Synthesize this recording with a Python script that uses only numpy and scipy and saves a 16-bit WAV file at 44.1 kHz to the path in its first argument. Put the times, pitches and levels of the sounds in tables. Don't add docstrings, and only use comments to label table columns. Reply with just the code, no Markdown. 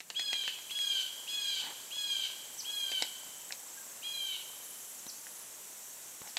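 import sys
import numpy as np
from scipy import signal
from scipy.fft import rfft, irfft
from scipy.io import wavfile
from scipy.ndimage import map_coordinates

SR = 44100
rng = np.random.default_rng(int(sys.argv[2]) if len(sys.argv) > 2 else 0)


def store_pcm(level_fs):
    pcm = np.round(np.clip(level_fs, -1, 1) * 32767).astype(np.int16)
    wavfile.write(sys.argv[1], SR, np.atleast_2d(pcm).T)


N = 281358
T = np.arange(N) / SR


def undb(db):
    return 10 ** (np.asarray(db) / 20)


def unit(x):
    return x / np.sqrt(np.mean(x ** 2) + 1e-20)


def add(out, start_s, x):
    i = max(int(start_s * SR), 0)
    out[i:i + len(x)] += x[:max(len(out) - i, 0)]


def colour(x, points):
    hz, db = np.transpose(points)
    f = np.fft.rfftfreq(len(x), 1 / SR) + 1e-3
    gain = undb(np.interp(np.log(f), np.log(hz), db))
    return irfft(rfft(x) * gain, len(x))


def band(size, hz, width_hz):
    f = np.fft.rfftfreq(size, 1 / SR)
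    bell = np.exp(-2 * ((f - hz) / width_hz) ** 2)
    return unit(irfft(rfft(rng.standard_normal(size)) * bell, size))


def walk(size, rate_hz):
    steps = np.arange(size) * rate_hz / SR
    return map_coordinates(rng.standard_normal(8192), [steps], order=2, mode="wrap")


def gate(t, start, end, rise, fall):
    return np.clip((t - start) / rise, 0, 1) * np.clip((end - t) / fall, 0, 1)


def swell(depth_db, time_constant_s):
    return -depth_db * np.exp(-T / time_constant_s)


def woods(x, early_db, late_db, early_t60_s=0.18, late_t60_s=1.15):
    t = T[:int(1.5 * SR)]
    trunks = rng.standard_normal(len(t)) * (rng.random(len(t)) < .05)
    early = unit(trunks * undb(-60 * t / early_t60_s) * (t > .004))
    tail_points = [(300, -14), (1500, 5), (3300, -1), (5000, 2.5), (9000, -12.5)]
    leaves = colour(rng.standard_normal(len(t)), tail_points)
    late = unit(leaves * undb(-60 * t / late_t60_s) * np.minimum(t / 0.022, 1))
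    echoes = (undb(early_db) * early + undb(late_db) * late) / np.sqrt(len(t))
    return x + signal.fftconvolve(x, echoes)[:N]


# t/s, length/s, nominal crest f/Hz, dry level/dB, loudest point/share of length,
# level change in the catch/dB, outer partials/dB, inner partials/dB, harshness/0-1
JAY_CALLS = [(0.141, 0.38, 835.5, -36, 0.11, 1.5, 0, 0.5, 0.61),
             (0.69, .355, 832.6, -34.5, .48, -5.5, 0, -2, 0.64),
             (1.267, 0.37, 836.5, -37, 0.42, 0.5, 2, 1.5, 0.85),
             (1.904, 0.38, 835, -36.5, 0.5, -4, 1, 0, .6),
             (2.638, .41, 828.4, -38, .62, 1, -0.5, -1.5, 0.48),
             (4.017, 0.37, 818.2, -39.5, 0.36, 0.5, -3.5, 2.5, 0.54)]
# multiple of f, nominal level/dB
JAY_PARTIALS = [(2, -22), (3, -17), (4, 0.5), (5, -13), (6, -16), (7, -29.5), (8, -16.5), (9, -23),
                (10, -22)]
# delay/s, level/dB
JAY_REFLECTIONS = [(.031, -13.5), (0.05, -8.5), (.066, -12.5)]
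SCOOP_SHARE, SCOOP_S, DROP_SHARE, DROP_S = .28, .014, 0.0695, 0.0229
CREST_S, CREST_WIDTH_S, SAG_HZ_PER_S = .075, .04, 290
CALL_ATTACK_S, CALL_RELEASE_S, CATCH_S, CATCH_LENGTH_S = 0.029, 0.03, .055, 0.019
CALL_ARCH_DB_PER_SHARE2 = 7.5


def jay():
    out = np.zeros(N)
    for (start_s, length_s, top_hz, level_db, loudest, catch_db,
         outer_db, inner_db, harsh) in JAY_CALLS:
        t = T[:int(length_s * SR)]
        u, n = t / length_s, len(t)
        catch = np.exp(-((t - CATCH_S) / CATCH_LENGTH_S) ** 2)
        arch_db = -CALL_ARCH_DB_PER_SHARE2 * (u - loudest) ** 2
        effort = undb(level_db + arch_db + catch_db * catch)
        effort *= gate(t, 0, length_s, CALL_ATTACK_S, CALL_RELEASE_S)

        rough = harsh * (0.11 + 1.04 * u ** 3.32 + 0.62 * np.exp(-t / 0.025))
        scoop = 1 - SCOOP_SHARE * np.exp(-(t / SCOOP_S) ** 2)
        drop = 1 - DROP_SHARE * np.exp((t - length_s) / DROP_S)
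        sag_hz = SAG_HZ_PER_S * (np.hypot(t - CREST_S, CREST_WIDTH_S) - CREST_WIDTH_S)
        flutter = .048 * rough * walk(n, 500) + .003 * walk(n, 110)
        hz = (top_hz - sag_hz) * scoop * drop * (1 + flutter)
        phase = 2 * np.pi * np.cumsum(hz) / SR

        closed_db = -10 * np.exp(-t / .03)
        offsets_db = [0, inner_db + closed_db / 2, outer_db + closed_db]
        voice = np.zeros(n)
        for k, db in JAY_PARTIALS:
            offset_db = offsets_db[min(abs(k - 4), 2)]
            wander_db = (2.0 if k == 4 else 3.83) * walk(n, 70.45)
            voice += undb(db + offset_db + wander_db) * np.sin(k * phase)
        alternation = 0.49 * rough * np.sin(phase / 2) * walk(n, 42.7)
        voice *= 1 + alternation + 0.19 * rough * walk(n, 900)

        rasp_bands = band(n, 3880, 1770) + .5 * band(n, 7420, 1900)
        rasp = rough * undb(-4.5 + outer_db / 2) * rasp_bands
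        throat = undb(-5.5) * rough * band(n, 3080, 550)
        add(out, start_s, (unit(voice) + rasp + throat) * effort)
    heard = out.copy()
    for delay_s, db in JAY_REFLECTIONS:
        add(heard, delay_s, undb(db) * out)
    return woods(heard, early_db=-9.0, late_db=-12, early_t60_s=0.26, late_t60_s=1.4)


# t/s, length/s, nominal top f/Hz, dry level/dB
CHIPS = [(2.574, .04, 6050, -38), (5.069, .036, 6100, -41.5), (6.262, 0.045, 5700, -52)]
# t/s, length/s, starting f/Hz, dry level/dB
FAR_NOTES = [(3.763, 0.057, 1630, -55.5)]


def small_birds():
    near, far = np.zeros(N), np.zeros(N)
    for start_s, length_s, top_hz, db in CHIPS:
        u = np.arange(int(length_s * SR)) / (length_s * SR)
        hz = top_hz * (1 - 1.2 * (u - .4) ** 2 + .018 * walk(len(u), 900))
        whistle = np.sin(2 * np.pi * np.cumsum(hz) / SR)
        add(near, start_s, undb(db) * whistle * gate(u, 0, 1, 0.52, .15))
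    for start_s, length_s, hz, db in FAR_NOTES:
        t = T[:int(length_s * SR)]
        note = np.sin(2 * np.pi * hz * t * (1 - 0.38 * t))
        add(far, start_s, undb(db) * note * gate(t, 0, length_s, 0.013, 0.025))
    near = woods(near, early_db=-3.0, late_db=-13.0, early_t60_s=0.45)
    return near + woods(far, early_db=3, late_db=-21)


CRACK_LEAD = 64


def crack(db, t60_s, body, treble_db=0):
    t = T[:8192] - 256 / SR
    tearing = np.exp(-(t / 0.0013) ** 2)
    fade = np.clip(t / 0.00043, 0, 1) * (undb(-60 * abs(t) / t60_s) + tearing)
    burst = colour(rng.standard_normal(len(t)) * fade, body)
    burst = colour(burst, [(2000, 0), (5000, treble_db)])
    return undb(db) * burst[256 - CRACK_LEAD:] / np.std(burst[(t > 0) & (t < .004)])


# t/s, dry level/dB, treble/dB, ring t60/s
SNAPS = [(.0035, -41, -4.5, 0.041), (.1015, -36, -4.5, 0.043), (.195, -34.5, -2, 0.037),
         (0.3302, -30.5, -1, 0.039), (.437, -44, -7, 0.034), (.478, -32, -6.5, 0.033),
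         (.587, -46, -10, .03), (.709, -43, -5, .03), (.789, -38.5, 0, 0.027), (2.917, -36.5, -3, 0.044),
         (3.023, -25, 1.5, 0.029), (3.507, -41, -32, 0.012), (3.523, -34, 3, 0.025),
         (5.268, -45.5, -18, 0.02), (6.274, -48.5, -6, .03), (6.369, -27.5, -1.5, 0.037)]
# f/Hz, level/dB
TWIG_BODY = [(100, -27), (220, -15.5), (450, -7.5), (800, -4.5), (1200, -11.5), (1750, -0.5), (2800, 0),
             (4400, 1), (6000, -5.5), (7500, -5), (11000, -22.5), (16000, -32)]
# t/s, dry level/dB, treble/dB, t60/s
KNOCKS = [(5.066, -44.5, 5, 0.011), (6.217, -45.5, -6, .022)]
# f/Hz, level/dB
KNOCK_BODY = [(35, -18), (90, -8), (220, 4), (600, -2), (1500, -6), (4000, -8), (10000, -37)]
# t/s, length/s, dry level before edge fades/dB
RUSTLES = [(1.609, 0.13, -50), (2.99, 0.065, -55), (6.221, 0.092, -57)]
# f/Hz, level/dB
RUSTLE_COLOUR = [(60, -35), (110, -23), (200, -6), (400, -9), (650, -9), (880, 4.5), (1200, -10.5),
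                 (1900, -4), (2600, -13), (5000, -37)]


def brush():
    out = np.zeros(N)
    for cracks, body in [(SNAPS, TWIG_BODY), (KNOCKS, KNOCK_BODY)]:
        for start_s, db, treble_db, t60_s in cracks:
            add(out, start_s - CRACK_LEAD / SR, crack(db, t60_s, body, treble_db))
    for start_s, length_s, db in RUSTLES:
        t = T[:int(length_s * SR)]
        grains = rng.standard_normal(len(t)) * undb(2.9 * walk(len(t), 292))
        rubbing = unit(colour(grains, RUSTLE_COLOUR))
        add(out, start_s, undb(db) * rubbing * gate(t, 0, length_s, 0.033, 0.015))
    return woods(out, early_db=-10.5, late_db=-31)


# start/s, end/s, nominal f/Hz, pulse rate/Hz, mean dry level/dB
TRILLS = [(.8, 2.403, 7480, 28, -51), (2.135, 4.1, 7640, 27.56, -48.5), (3.85, 5.35, 7400, 27.4, -53),
          (5.108, 6.612, 7900, 27, -57)]
# first chirp t/s, period/s, length/s, nominal f/Hz, settled mean dry level/dB
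CHIRPERS = [(.059, .1825, .036, 6510, -50.5), (0.09, .205, 0.073, 6080, -61),
            (0.039, .26, 0.041, 5300, -61), (.16, .3, 0.049, 5650, -63)]
STROKE_SHARE, STROKE_TOP, STROKE_BEND = .58, .3, .13
CHIRP_SWELL_DB, CHIRP_SWELL_S = 12, 2.2


def crickets():
    out = np.zeros(N)
    for start_s, end_s, hz, rate_hz, db in TRILLS:
        cycle = ((T - start_s) * rate_hz + .05 * walk(N, 5)) % 1
        stroke = cycle / STROKE_SHARE
        bend = STROKE_BEND * (stroke - STROKE_TOP) ** 2
        pitch_hz = hz * (1.015 - bend + .008 * walk(N, 700))
        song = np.sin(2 * np.pi * np.cumsum(pitch_hz) / SR) * gate(stroke, 0, 1, .25, .25)
        out += undb(db + walk(N, 12)) * song * gate(T, start_s, end_s, 0.39, 0.26)
    for first_s, period_s, length_s, hz, db in CHIRPERS:
        since_s = (T - first_s + 0.0034 * walk(N, 3)) % period_s
        pitch_hz = hz * (1.007 - .014 * since_s / length_s + .005 * walk(N, 500))
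        song = np.sin(2 * np.pi * np.cumsum(pitch_hz) / SR) * gate(since_s, 0, length_s, .009, 0.0087)
        out += undb(db + swell(CHIRP_SWELL_DB, CHIRP_SWELL_S) + walk(N, 3)) * song
    return woods(out * gate(T, 0, np.inf, .6, 1), early_db=-13, late_db=-18)


# start/s, end/s, centre f/Hz, width/Hz, mean level/dB
BUZZES = [(.55, 1.1, 11500, 3700, -58), (2.5, 3.151, 11200, 3700, -56), (3.96, 5.0, 11200, 3700, -54.5),
          (4.5, 5.5, 10400, 330, -60), (5.098, 5.5, 10500, 1600, -56.5)]


def katydids():
    out = np.zeros(N)
    for start_s, end_s, hz, width_hz, db in BUZZES:
        buzz = undb(db + 2 * walk(N, 90)) * band(N, hz, width_hz)
        out += buzz * gate(T, start_s, end_s, 0.23, 0.046)
    return out


# f/Hz, relative level/dB
AIR_COLOUR = [(18, -70), (30, -34), (126, -6.5), (284, -3), (506, -1.5), (614, 0.5), (669, -2), (942, -0.5),
              (1170, -3), (1870, -2.5), (2410, -4), (3120, -2), (5000, -5.5), (6500, -36), (11000, -120)]
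# f/Hz, relative level/dB
CHORUS_COLOUR = [(2760, -37), (4700, -22), (5020, -18.5), (5440, -7), (6050, -4), (6270, -5), (6800, -3.5),
                 (7680, -0.5), (8290, -4.5), (10300, -8.5), (11500, -6), (13200, -8), (15300, -16.5),
                 (15800, -21)]
AIR_DB, AIR_SWELL_DB, AIR_SWELL_S = -57, 9.5, 0.14
CHORUS_DB, CHORUS_SWELL_DB, CHORUS_SWELL_S = -49, 9, 0.28
HUM_HZ, HUM_WIDTH_HZ, HUM_START_DB, HUM_FADE_DB_PER_S = 178, 30, -68, 36


def field():
    air_db = AIR_DB + swell(AIR_SWELL_DB, AIR_SWELL_S) + .6 * walk(N, 10)
    air = unit(colour(rng.standard_normal(N), AIR_COLOUR)) * undb(air_db)
    chorus_db = CHORUS_DB + swell(CHORUS_SWELL_DB, CHORUS_SWELL_S) + 0.49 * walk(N, 50)
    chorus = unit(colour(rng.standard_normal(N), CHORUS_COLOUR)) * undb(chorus_db)
    hum = band(N, HUM_HZ, HUM_WIDTH_HZ) * undb(HUM_START_DB - HUM_FADE_DB_PER_S * T)
    return air + chorus + hum


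MOTOR_RATE_HZ, MOTOR_HZ, MOTOR_WIDTH_HZ, MOTOR_DB = 30, 940, 250, -66.5
MOTOR_START_S, MOTOR_END_S, MOTOR_RISE_S, MOTOR_FALL_S = 0.02, 4.95, 1.7, .4


def lens_motor():
    since_s = T * MOTOR_RATE_HZ % 1 / MOTOR_RATE_HZ
    body = band(N, MOTOR_HZ, MOTOR_WIDTH_HZ) + .5 * band(N, 540, 370)
    ticks = unit(np.exp(-since_s / 0.0038) * body)
    return ticks * undb(MOTOR_DB) * gate(T, MOTOR_START_S, MOTOR_END_S, MOTOR_RISE_S, MOTOR_FALL_S)


def scene():
    animals = jay() + small_birds() + brush() + crickets() + katydids()
    return np.tile(animals + field() + lens_motor(), (2, 1))


TOP_HZ = 15750


def record(dry):
    return signal.sosfilt(signal.ellip(10, .2, 70, TOP_HZ, fs=SR, output="sos"), dry)


dry = scene()
out = record(dry)
store_pcm(out)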